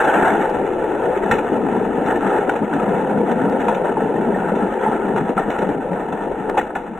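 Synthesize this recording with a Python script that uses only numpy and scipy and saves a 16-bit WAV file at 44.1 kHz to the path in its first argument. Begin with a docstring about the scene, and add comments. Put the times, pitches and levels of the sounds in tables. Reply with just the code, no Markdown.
"""A drumming, rattling rush of small die-cast toy cars on a plastic track, close up in slow motion.
The cars clack, thump and ring as they hop over a joint, jostle and drop into a catch bag.
Random wheel bumps pass through resonances of the track and the cars to make the rolling;
short random pushes make the clacks and thumps, and fading sine notes the rings and ticks.
Below lies a rumble of shaped noise; slow playback adds a faint mirrored fizz in the treble."""
import sys
import numpy as np
from scipy import signal
from scipy.fft import rfft, irfft
from scipy.io import wavfile
from scipy.ndimage import uniform_filter1d, minimum_filter1d, map_coordinates

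SR = 44100
rng = np.random.default_rng(int(sys.argv[2]) if len(sys.argv) > 2 else 0)


def waveform_to_disk(signal):
    """Save audio, clipped to [-1, 1], as 16-bit WAV at the path in sys.argv[1]."""
    frames = np.transpose(np.atleast_2d(signal))
    scaled = np.clip(frames, -1, 1) * 32767
    samples = np.round(scaled).astype(np.int16)
    wavfile.write(sys.argv[1], SR, samples)


N = 308259
TIME = np.arange(N) / SR  # seconds
BINS = np.fft.rfftfreq(N, 1 / SR)  # Hz

# Levels in the tables are relative: the functions below scale them further.
# Low stir of the open air. Each row: frequency in Hz, strength in dB.
AIR = [(5, -20), (22, -1.5), (45, -3), (80, -8), (130, -45), (300, 6.5), (1000, -53), (4000, -64.5)]
# Soft puffs in the air. Each row: time in seconds, extra level in dB.
PUFFS = [(1.36, 15), (5.45, 7.7), (6.33, 10)]
BREEZE_DB, PUFF_S = -43, 0.025

# Resonances of the parts. 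Each row: frequency in Hz, width in Hz, strength in dB.
SHEET = [(209.6, 63.7, 0.5), (284.5, 28, -3.5)]
DECK = [(317, 40, -9.5), (412, 290, 1.5), (478.5, 96, 1.5)]
RAILS = [(673, 144, 2), (770, 142, 5.9), (862, 101, 7.5), (934.5, 117, 3.8)]
CARS = [(835, 190, -10.5), (980, 130, -15.5), (1214, 645, -0.5), (1340, 107, 6.5), (1475, 190, 3),
        (1722, 120, 1.5), (1820, 120, 0.5)]
# Axles in their slots, with the same columns: frequency in Hz, width in Hz, strength in dB.
AXLES = [(2197, 380, 0.5), (2200, 250, -4.5), (2592, 270, 1.5), (2898, 180, -1.5), (3490, 152, -5),
         (3950, 210, -13.5)]
# A body buzzing on its chassis, with the same columns: frequency in Hz, width in Hz, strength in dB.
BUZZ = [(1587, 87, 0.5), (1640, 110, -2.5)]

# Loose lengths of track that drone hollowly. Each row: start in seconds, end in seconds,
# first pitch in Hz, last pitch in Hz, width in Hz, level in dB.
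SPANS = [(0.578, 1.133, 366, 467, 176, -23.5), (1.2, 2.01, 417, 408, 68.5, -27),
         (1.53, 1.807, 255, 218, 70, -24.5), (1.95, 2.384, 262, 357, 111, -26),
         (2.265, 2.404, 416, 390, 51, -26), (2.852, 3.724, 502, 469, 56, -28),
         (2.846, 3.598, 196, 262, 54.4, -26), (3.895, 4.363, 445, 370, 70, -27),
         (4.202, 4.537, 213, 190, 39.6, -27.5), (4.577, 5.2, 412, 390, 45.6, -28.5)]
SPAN_FADE_S = 0.12

# How hard the pack rolls; it thins out as cars stall or drop into the bag.
# Each row: time in seconds, level in dB.
ROLL = [(0, -19.5), (.07, -17), (.7, -21.5), (1.7, -20.5), (2.38, -19.5), (2.6, -21), (2.9, -20),
        (4.7, -21), (5.68, -21.5), (5.82, -24.5), (6.5, -24), (6.66, -28), (6.99, -34.5)]
# How freely the track sheet flexes under the cars. Each row: time in seconds, level in dB.
FLEX = [(0, -37), (.35, -27), (1.12, -47), (1.28, -24.5), (1.48, -41), (1.58, -29.5), (2.35, -28.5),
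        (3.15, -25), (3.6, -26.5), (4.0, -27), (4.4, -26.5), (5.1, -27.5), (5.65, -24), (5.85, -32),
        (6.4, -32.5), (6.99, -36)]
# Harder rattling, from rough track or rubbing cars. Each row: start in seconds, end in seconds,
# extra level in dB.
RATTLES = [(0, 0.31, 9.5), (1.096, 1.41, 1), (2.274, 2.42, 2.5), (4.824, 4.912, 4), (6.885, 6.99, 1.5)]
RATTLE_UNDER_DB, RATTLE_RISE_S, RATTLE_FALL_S = -12, 0.13, 0.19
# Brief level changes, mostly lulls as the wheels run smoothly or leave the track.
# Each row: time in seconds, change of the rolling in dB, change of the rattle in dB.
LULLS = [(0.121, -1.5, -8.5), (.158, 4, -4.5), (3.02, -0.5, -1), (.54, -2, -3.5), (1.485, -6.5, 1),
         (1.94, -3.5, -1), (2.215, -7.5, 3.5), (2.6, -7, 0), (3.943, -6.5, -5), (4.979, -2.5, -5),
         (5.24, -6.5, -3.5), (5.348, -8, -8), (5.44, -8.5, 1.5), (5.79, 1.5, -7.5)]
LULL_S = 0.022
# The load on the wheels surges at random: rough top speed, then typical (rms) depths.
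SURGE_HZ, FLEX_SURGE_DB, ROLL_SURGE_DB, RATTLE_SURGE_DB = 10.9, 4.5, 1.5, 2.5
# The track's resonances wander as the cars move: typical depth as a share of the pitch, and speed.
SHEET_DRIFT, DECK_DRIFT, DRIFT_HZ = 0.05, 0.04, 4.97
AXLE_FADE_DB_PER_S = 0.5  # the axles tick less as the cars lose speed
CLUMP_HZ, CLUMP_DB = 22.06, 5  # the ticks bunch and thin out: speed, typical depth

# Cars dropping back on their wheels. Each row: time in seconds, level in dB,
# settling time in seconds, dead thud over the boom in dB.
THUMPS = [(1.324, -11.5, 0.013, -6), (1.519, -11, 0.0062, -20), (1.575, -21, .012, -9),
          (1.745, -17, 0.0082, -9), (1.98, -12.5, 0.011, -14), (2.05, -18, 0.019, -14),
          (3.209, -18, 0.007, -5), (3.232, -12.5, 0.0072, -22), (3.315, -11, 0.0059, -3),
          (3.689, -15.5, 0.0028, -18), (4.517, -14.5, 0.0055, -5), (5.158, -13.5, 0.009, -22),
          (5.177, -15.5, 0.0057, -21), (5.292, -12, 0.002, 1.5), (5.477, -14, 0.0072, -13),
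          (5.588, -15.5, 0.0049, -19), (5.622, -13, 0.012, -13), (5.848, -19.5, 0.0092, -8),
          (6.493, -21, 0.0076, -13), (6.512, -21.5, 0.011, -18)]
# Knocks that leave one car ringing on a clear note. Each row: time in seconds, pitch in Hz,
# level in dB, time to fall by 60 dB in seconds.
RINGS = [(0.086, 1495, -14, 0.089), (1.312, 1387, -3, 0.045), (1.313, 1817, -1, 0.045),
         (1.315, 2590, -22, 0.039), (1.314, 3970, -12, 0.016), (1.387, 2450, -24, 0.034),
         (1.317, 787, -8, 0.047), (2.157, 1780, -18.5, 0.056), (2.494, 1470, -9.5, 0.041),
         (2.729, 1510, -15, 0.053), (2.798, 1300, -16, 0.052), (3.685, 930, -7.5, 0.078),
         (3.969, 876, -6, 0.042), (4.161, 1826, -26, .06), (4.345, 1820, -22.5, 0.083),
         (4.862, 868, -8.5, 0.12), (4.921, 1335, -22, 0.092), (5.377, 1350, -11.5, 0.049),
         (5.379, 1210, -15, 0.052), (5.381, 770, -14, 0.045), (5.394, 1800, -18, 0.041),
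         (6.571, 855, -4, 0.043), (6.576, 2500, -23, 0.026), (6.577, 524, -9.5, 0.05),
         (6.585, 818, -1, 0.03), (6.596, 1885, -15, 0.04), (6.612, 1410, -12, 0.024),
         (6.755, 1453, -17, 0.044), (6.758, 770, -10, 0.03), (6.754, 1740, -19, 0.045)]
# Cars striking joints, walls and each other. Each row: time in seconds, level in dB,
# contact length in seconds, bright crack over the body in dB, knock of the deck over the body in dB.
CLACKS = [(0.047, -29, 0.0024, -2, 2), (0.075, -18.5, 0.0024, -29, -2), (0.226, -20, 0.0037, -26, 7),
          (0.271, -15, 0.0041, -21, -5), (0.298, -23, 0.0062, -22, -2), (1.224, -31.5, 0.016, -16, 4),
          (1.312, -15.5, 0.0061, -4, 2.5), (1.383, -29.5, 0.0063, -7, 10), (2.159, -34, 0.0013, -2, 16),
          (2.492, -22.5, 0.0033, -7, -11), (2.56, -29.5, 0.0025, -5.5, -7), (2.734, -26, 0.0025, -11.5, -9),
          (2.796, -31.5, 0.0024, -5, -4), (3.313, -33, 0.0078, -6, 6), (3.603, -32, 0.015, -7, 4.5),
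          (3.682, -24.5, 0.008, -7, -7), (3.746, -39, 0.0026, 7, -13), (5.161, -28.5, 0.021, -10, -10),
          (5.204, -28, 0.0027, -17, 7), (5.377, -20, 0.0014, -11, -15), (5.394, -29, 0.0017, -12, -8),
          (5.421, -31, .004, -21, -3), (5.503, -32.5, 0.0032, 1, 7), (5.585, -28.5, 0.0049, -7, 3.5),
          (5.614, -30.5, 0.017, -13, -0.5), (5.69, -31.5, 0.0033, -13, 16), (6.122, -34.5, 0.013, -9, -1),
          (6.493, -25, 0.005, -15, 7.5), (6.575, -23, 0.014, -5.5, -3.5), (6.612, -31, 0.002, -7, -4),
          (6.699, -34.5, 0.0071, -25, -8), (6.752, -27, 0.0022, -5.5, -1), (6.762, -26, .0015, -12, -2.5)]
# Short extra clacks. Each row: time in seconds, level in dB.
NUDGES = [(0.256, -32), (1.562, -38), (2.06, -29.5), (2.144, -40), (4.552, -31.5), (5.292, -32.5),
          (5.368, -35), (5.931, -34.5)]
NUDGE_S, NUDGE_CRACK_DB = 0.0016, -5
CAR_SPREAD = 0.04  # largest shift of a car's pitch, as a share

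# How alike left and right are. Each row: frequency in Hz, likeness from 0 to 1.
SAME = [(50, .93), (180, .98), (350, .96), (700, .89), (1400, .8), (2800, .72)]
# How much louder left is than right. Each row: frequency in Hz, difference in dB.
BALANCE = [(50, 1.1), (350, 3.57), (700, 1.5), (1400, 1.2), (2800, 0.46)]
# Slow playback: samples a second, top of the slowed sound, top of its mirrored fizz.
SLOW_RATE, SLOW_TOP_HZ, EDGE_HZ = 9600, 4120, 13900
# Thin ticks laid over the slow playback. Each row: time in seconds, level in dB.
SKIPS = [(0.499, -25), (2.499, -25), (3.499, -25), (6.499, -21)]
SKIP_DECAY_S = 0.0001


def gain_of(db):
    """Turns decibels into a gain."""
    return 10 ** (np.asarray(db) / 20)


def evened(x):
    """Scales x to an average strength (rms) of one."""
    return x / np.sqrt(np.mean(x ** 2) + 1e-20)


def steadied(x, size):
    """Holds the power of x near one over spans of size samples."""
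    return x / np.sqrt(abs(uniform_filter1d(x ** 2, size, axis=1)) + 1e-9)


def read(points, hz):
    """Reads a table along a logarithmic frequency axis."""
    f, value = np.transpose(points)
    return np.interp(np.log(hz + 1), np.log(f + 1), value)


def add(mix, s, sound):
    """Adds a two-channel sound to the mix at time s."""
    part = mix[:, max(round(s * SR), 0):][:, :sound.shape[1]]
    part += sound[:, :part.shape[1]]


def wander(hz):
    """Makes a random curve of rms one that moves mostly slower than hz."""
    smooth = rfft(rng.standard_normal(N)) / (1 + (BINS / hz) ** 4)
    return evened(irfft(smooth, N))


def swells(rows, width_s):
    """Makes smooth rises or dips in dB, one around each time."""
    return sum(db * np.exp(-((TIME - s) / width_s) ** 2) for s, db in rows)


def ring(x, modes, pitch=1):
    """Passes x through steep-sided resonances whose powers add; pitch scales them all."""
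    hz = np.fft.rfftfreq(4096, 1 / SR) / pitch
    power = sum(gain_of(2 * db) / (1 + ((hz - centre) / (width / 2)) ** 2) ** 2
                for centre, width, db in modes)
    cepstrum = irfft(np.log(power) / 2)
    # minimum phase: nothing sounds before the push that causes it
    causal = cepstrum * (1 + np.sign(np.fft.fftfreq(len(cepstrum))))
    response = irfft(np.exp(rfft(causal)))
    return signal.oaconvolve(x, response[None], axes=1)[:, :x.shape[1]]


def note(hz, t60, rise_s):
    """One dying mode of vibration: a sine with a soft start that falls 60 dB in t60 seconds."""
    t = np.arange(SR // 5) / SR
    rise = 1 - np.exp(-t / rise_s)
    return rise * gain_of(-60 * t / t60) * np.sin(2 * np.pi * hz * t)


def radiated(x, low_hz):
    """A thin plastic sheet is too light and small to send out deep bass."""
    return signal.sosfilt(signal.butter(3, low_hz, "highpass", fs=SR, output="sos"), x)


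def drifting(x, depth):
    """Lets the pitch of x wander up and down by reading it at an uneven speed."""
    place = np.arange(N) + depth * np.cumsum(wander(DRIFT_HZ))
    return np.array([np.interp(place % N, np.arange(N), side) for side in x])


def wheels(bumps_per_s, spread_db, smooth):
    """Tiny bumps of uneven size under the wheels, over an even rubbing."""
    size = gain_of(spread_db * np.minimum(rng.exponential(1, N), 3))
    size = size * (rng.random(N) < bumps_per_s / SR)
    bumps = evened(size * rng.choice([-1., 1.], (2, N)))
    return bumps + smooth * rng.standard_normal((2, N))


def rattling():
    """Rattle level in dB: the bodies follow the rolling, and shake harder on rough stretches."""
    extra = 0
    for start, end, db in RATTLES:
        rise = 1 + (TIME - start) / RATTLE_RISE_S
        fall = 1 - (TIME - end) / RATTLE_FALL_S
        extra = extra + db * np.clip(np.minimum(rise, fall), 0, 1)
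    return np.interp(TIME, *np.transpose(ROLL)) + RATTLE_UNDER_DB + extra


def shaking():
    """Flexing, rolling and rattling levels in dB: each surges by itself around the brief changes."""
    lull_db = swells([(s, db) for s, db, _ in LULLS], LULL_S)
    hush_db = swells([(s, db) for s, _, db in LULLS], LULL_S)
    flex_db = np.interp(TIME, *np.transpose(FLEX)) + lull_db + FLEX_SURGE_DB * wander(SURGE_HZ)
    roll_db = np.interp(TIME, *np.transpose(ROLL)) + lull_db + ROLL_SURGE_DB * wander(SURGE_HZ)
    rattle_db = rattling() + hush_db + RATTLE_SURGE_DB * wander(SURGE_HZ)
    return flex_db, roll_db, rattle_db


def air(level_db, gust_db):
    """The stirring air is a faint, uneven low rumble: shaped noise with a few soft puffs."""
    noise = irfft(rfft(rng.standard_normal((2, N))) * gain_of(read(AIR, BINS)), N)
    breeze_db = BREEZE_DB + swells(PUFFS, PUFF_S)
    return gain_of(breeze_db + level_db + gust_db * wander(hz=0.73)) * evened(noise)


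def droning():
    """Wheel bumps ring each loose length of track at a pitch that shifts as the cars cross it."""
    out = np.zeros((2, N))
    bumps = wheels(bumps_per_s=300, spread_db=-1.5, smooth=0.9)
    for start, end, first_hz, last_hz, width_hz, db in SPANS:
        crossing = np.clip(1 + np.minimum(TIME - start, end - TIME) / SPAN_FADE_S, 0, 1)
        on = crossing > 0
        hz = np.interp(TIME[on], [start, end], [first_hz, last_hz])
        turn = np.exp(2j * np.pi * np.cumsum(hz) / SR)
        # shift the moving pitch down to zero, keep a narrow band, and shift it back
        narrow = signal.butter(2, width_hz / 2, fs=SR, output="sos")
        drone = (turn * signal.sosfilt(narrow, bumps[:, on] / turn)).real
        out[:, on] += gain_of(db) * crossing[on] * steadied(drone, size=3000)
    return out


def jiggling(level_db, ticks_per_s, spread_db, t60, rise_s, fall_db, low_hz, high_hz):
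    """Loose wheels and shells tick in clumps; each tick rings briefly at one of many pitches."""
    out, clumps = np.zeros((2, N)), gain_of(CLUMP_DB * wander(CLUMP_HZ))
    pitches = np.geomspace(low_hz, high_hz, num=24)
    chance = ticks_per_s / SR / len(pitches) * clumps / clumps.mean()
    for hz in pitches:
        at = np.flatnonzero(rng.random(N) < chance)
        # higher ticks are weaker, by fall_db an octave
        tick = gain_of(-fall_db * np.log2(hz / low_hz)) * note(hz, t60, rise_s)
        for s, (force, place) in zip(TIME[at], rng.uniform(-1.08, 1, (len(at), 2))):
            add(out, s, np.outer([1, 2 * place], gain_of(spread_db * force) * tick))
    lull_db = swells([(s, db) for s, db, _ in LULLS], LULL_S)
    return evened(out) * gain_of(level_db + rattling() + lull_db)


def pings(rise_s):
    """Car shells ring on clear, dying notes after the hard knocks."""
    out = np.zeros((2, N))
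    for s, hz, db, t60 in RINGS:
        sides = [1, rng.uniform(-.3, .3)]
        add(out, s, np.outer(sides, gain_of(db) * note(hz, t60, rise_s)))
    return out


def thumps(deck_db, thud_hz, thud_t60):
    """A landing car gives one dead thud, then settles on its wheels while sheet and deck boom."""
    out, t = np.zeros((2, N)), np.arange(SR // 5) / SR
    thud = evened(note(thud_hz, thud_t60, rise_s=.002))
    for s, db, settle_s, thud_db in THUMPS:
        push = np.exp(-t / settle_s) * rng.standard_normal((2, len(t)))
        boom = evened(ring(push, SHEET)) + gain_of(deck_db) * evened(ring(push, DECK))
        landing = radiated(boom + gain_of(thud_db) * thud, low_hz=141)
        add(out, s, gain_of(db - 15.5) * np.array([evened(side) for side in landing]))
    return out


def clacks(blow, rise_s, t60, chatter_t60, touches_per_s, tail_db, rails_db):
    """A first blow and a chatter of touches make a car, at its own pitch, and the track ring out."""
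    out, t = np.zeros((2, N)), np.arange(SR // 6) / SR
    light = [(s, db, NUDGE_S, NUDGE_CRACK_DB, 0) for s, db in NUDGES]
    for s, db, length, crack_db, deck_db in CLACKS + light:
        after, rise = np.maximum(t - length, 0), 1 - np.exp(-t / rise_s)
        chatter = rise * gain_of(-60 * after / chatter_t60)
        tail = rise * gain_of(tail_db - 60 * after / t60)
        touched = rng.random(len(t)) < touches_per_s / SR
        touches = evened(rng.choice([-1., 1.], (2, len(t))) * touched)
        drive = chatter * touches + tail * rng.standard_normal((2, len(t))) + blow * (t == 0)
        snap = np.diff(drive, prepend=0)  # the crack follows the change of force, so it is brighter
        car = 1 + CAR_SPREAD * rng.uniform(-0.9, 1)
        parts = ((ring(drive, CARS, car), 0), (ring(snap, AXLES, car), crack_db),
                 (ring(drive, RAILS), rails_db), (ring(drive, DECK), deck_db))
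        sound = np.zeros_like(drive)
        for part, part_db in parts:
            sound += gain_of(part_db) * part / np.linalg.norm(part, axis=1, keepdims=True)
        add(out, s, gain_of(db + 1.0) * np.linalg.norm(chatter + tail) * sound)
    return out


def rolling():
    """Wheel bumps shake the sheet, deck and side rails; loose bodies and axles rattle along."""
    flex_db, roll_db, rattle_db = shaking()
    coarse = radiated(wheels(bumps_per_s=170, spread_db=-0.5, smooth=0.72), low_hz=125)
    fine = wheels(bumps_per_s=280, spread_db=-1.0, smooth=1.0) * gain_of(0.35 * wander(hz=34.4))
    sheet = steadied(drifting(ring(coarse, SHEET), SHEET_DRIFT), size=3000) * gain_of(flex_db - 2)
    deck = steadied(drifting(ring(coarse, DECK), DECK_DRIFT), size=2400) * gain_of(roll_db - 2.5)
    # the rails are shaken both by the deck and by the cars that brush them
    rails_db = 0.5 * (roll_db + rattle_db) + 1.32
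    rails = steadied(ring(fine, RAILS), size=3000) * gain_of(rails_db)
    bodies = steadied(ring(fine, CARS), size=3000) * gain_of(rattle_db - 1.5)
    # when shaken hard, the bodies buzz on their chassis; the two channels are swapped here
    buzz = steadied(ring(fine[::-1], BUZZ), size=3000) * gain_of(2 * rattle_db + 13.0)
    # axles tick in their slots, and grow more slowly than the rattle of the bodies
    axles_db = 0.64 * rattle_db - 23.0 - AXLE_FADE_DB_PER_S * TIME
    axles = steadied(ring(fine, AXLES), size=4000) * gain_of(axles_db)
    return sheet + deck + rails + bodies + buzz + axles


def scene():
    """Mixes what both microphones share (row one) and where they differ (row two) into left and right."""
    sound = rolling() + droning() + air(level_db=5.5, gust_db=0.5)
    sound += clacks(blow=4.2, rise_s=0.0012, t60=0.22, chatter_t60=0.027, touches_per_s=800,
                    tail_db=-11.0, rails_db=4.0)
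    sound += pings(rise_s=0.00097)
    sound += jiggling(level_db=-5.0, ticks_per_s=480, spread_db=4.5, t60=0.044, rise_s=0.001,
                      fall_db=14.5, low_hz=1258, high_hz=3696)
    sound += thumps(deck_db=2.5, thud_hz=216, thud_t60=0.044)
    shared, apart = rfft(sound)
    same = np.clip(read(SAME, BINS), 0, 1)
    apart = apart * np.sqrt((1 - same) / (1 + same))
    lean = gain_of(read(BALANCE, BINS) / 2)
    return irfft(np.array([(shared + apart) * lean, (shared - apart) / lean]), N)


def record(dry):
    """Limits peaks, then plays slowly: straight lines between sparse samples mirror sound into the treble."""
    slow_band = signal.firwin(1201, SLOW_TOP_HZ, window=("kaiser", 8), fs=SR)
    sound = signal.oaconvolve(dry, slow_band[None], "same")
    ceiling = .5
    allowed = ceiling / np.maximum(abs(sound), ceiling)
    lowest = minimum_filter1d(allowed, size=41, axis=1)
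    sound = sound * uniform_filter1d(lowest, size=41, axis=1)
    sparse = np.arange(0, TIME[-1], 1 / SLOW_RATE)
    slowed = np.array([np.interp(TIME, sparse, map_coordinates(side, [sparse * SR], order=3))
                       for side in sound])
    for s, db in SKIPS:
        tick = gain_of(db) * np.exp(-TIME[:SR // 100] / SKIP_DECAY_S)
        add(slowed, s, np.outer([1, 1], tick))
    edge = signal.firwin(255, EDGE_HZ, window=("kaiser", 9), fs=SR)
    return signal.oaconvolve(slowed, edge[None], "same")


dry = scene()
out = record(dry)
waveform_to_disk(out)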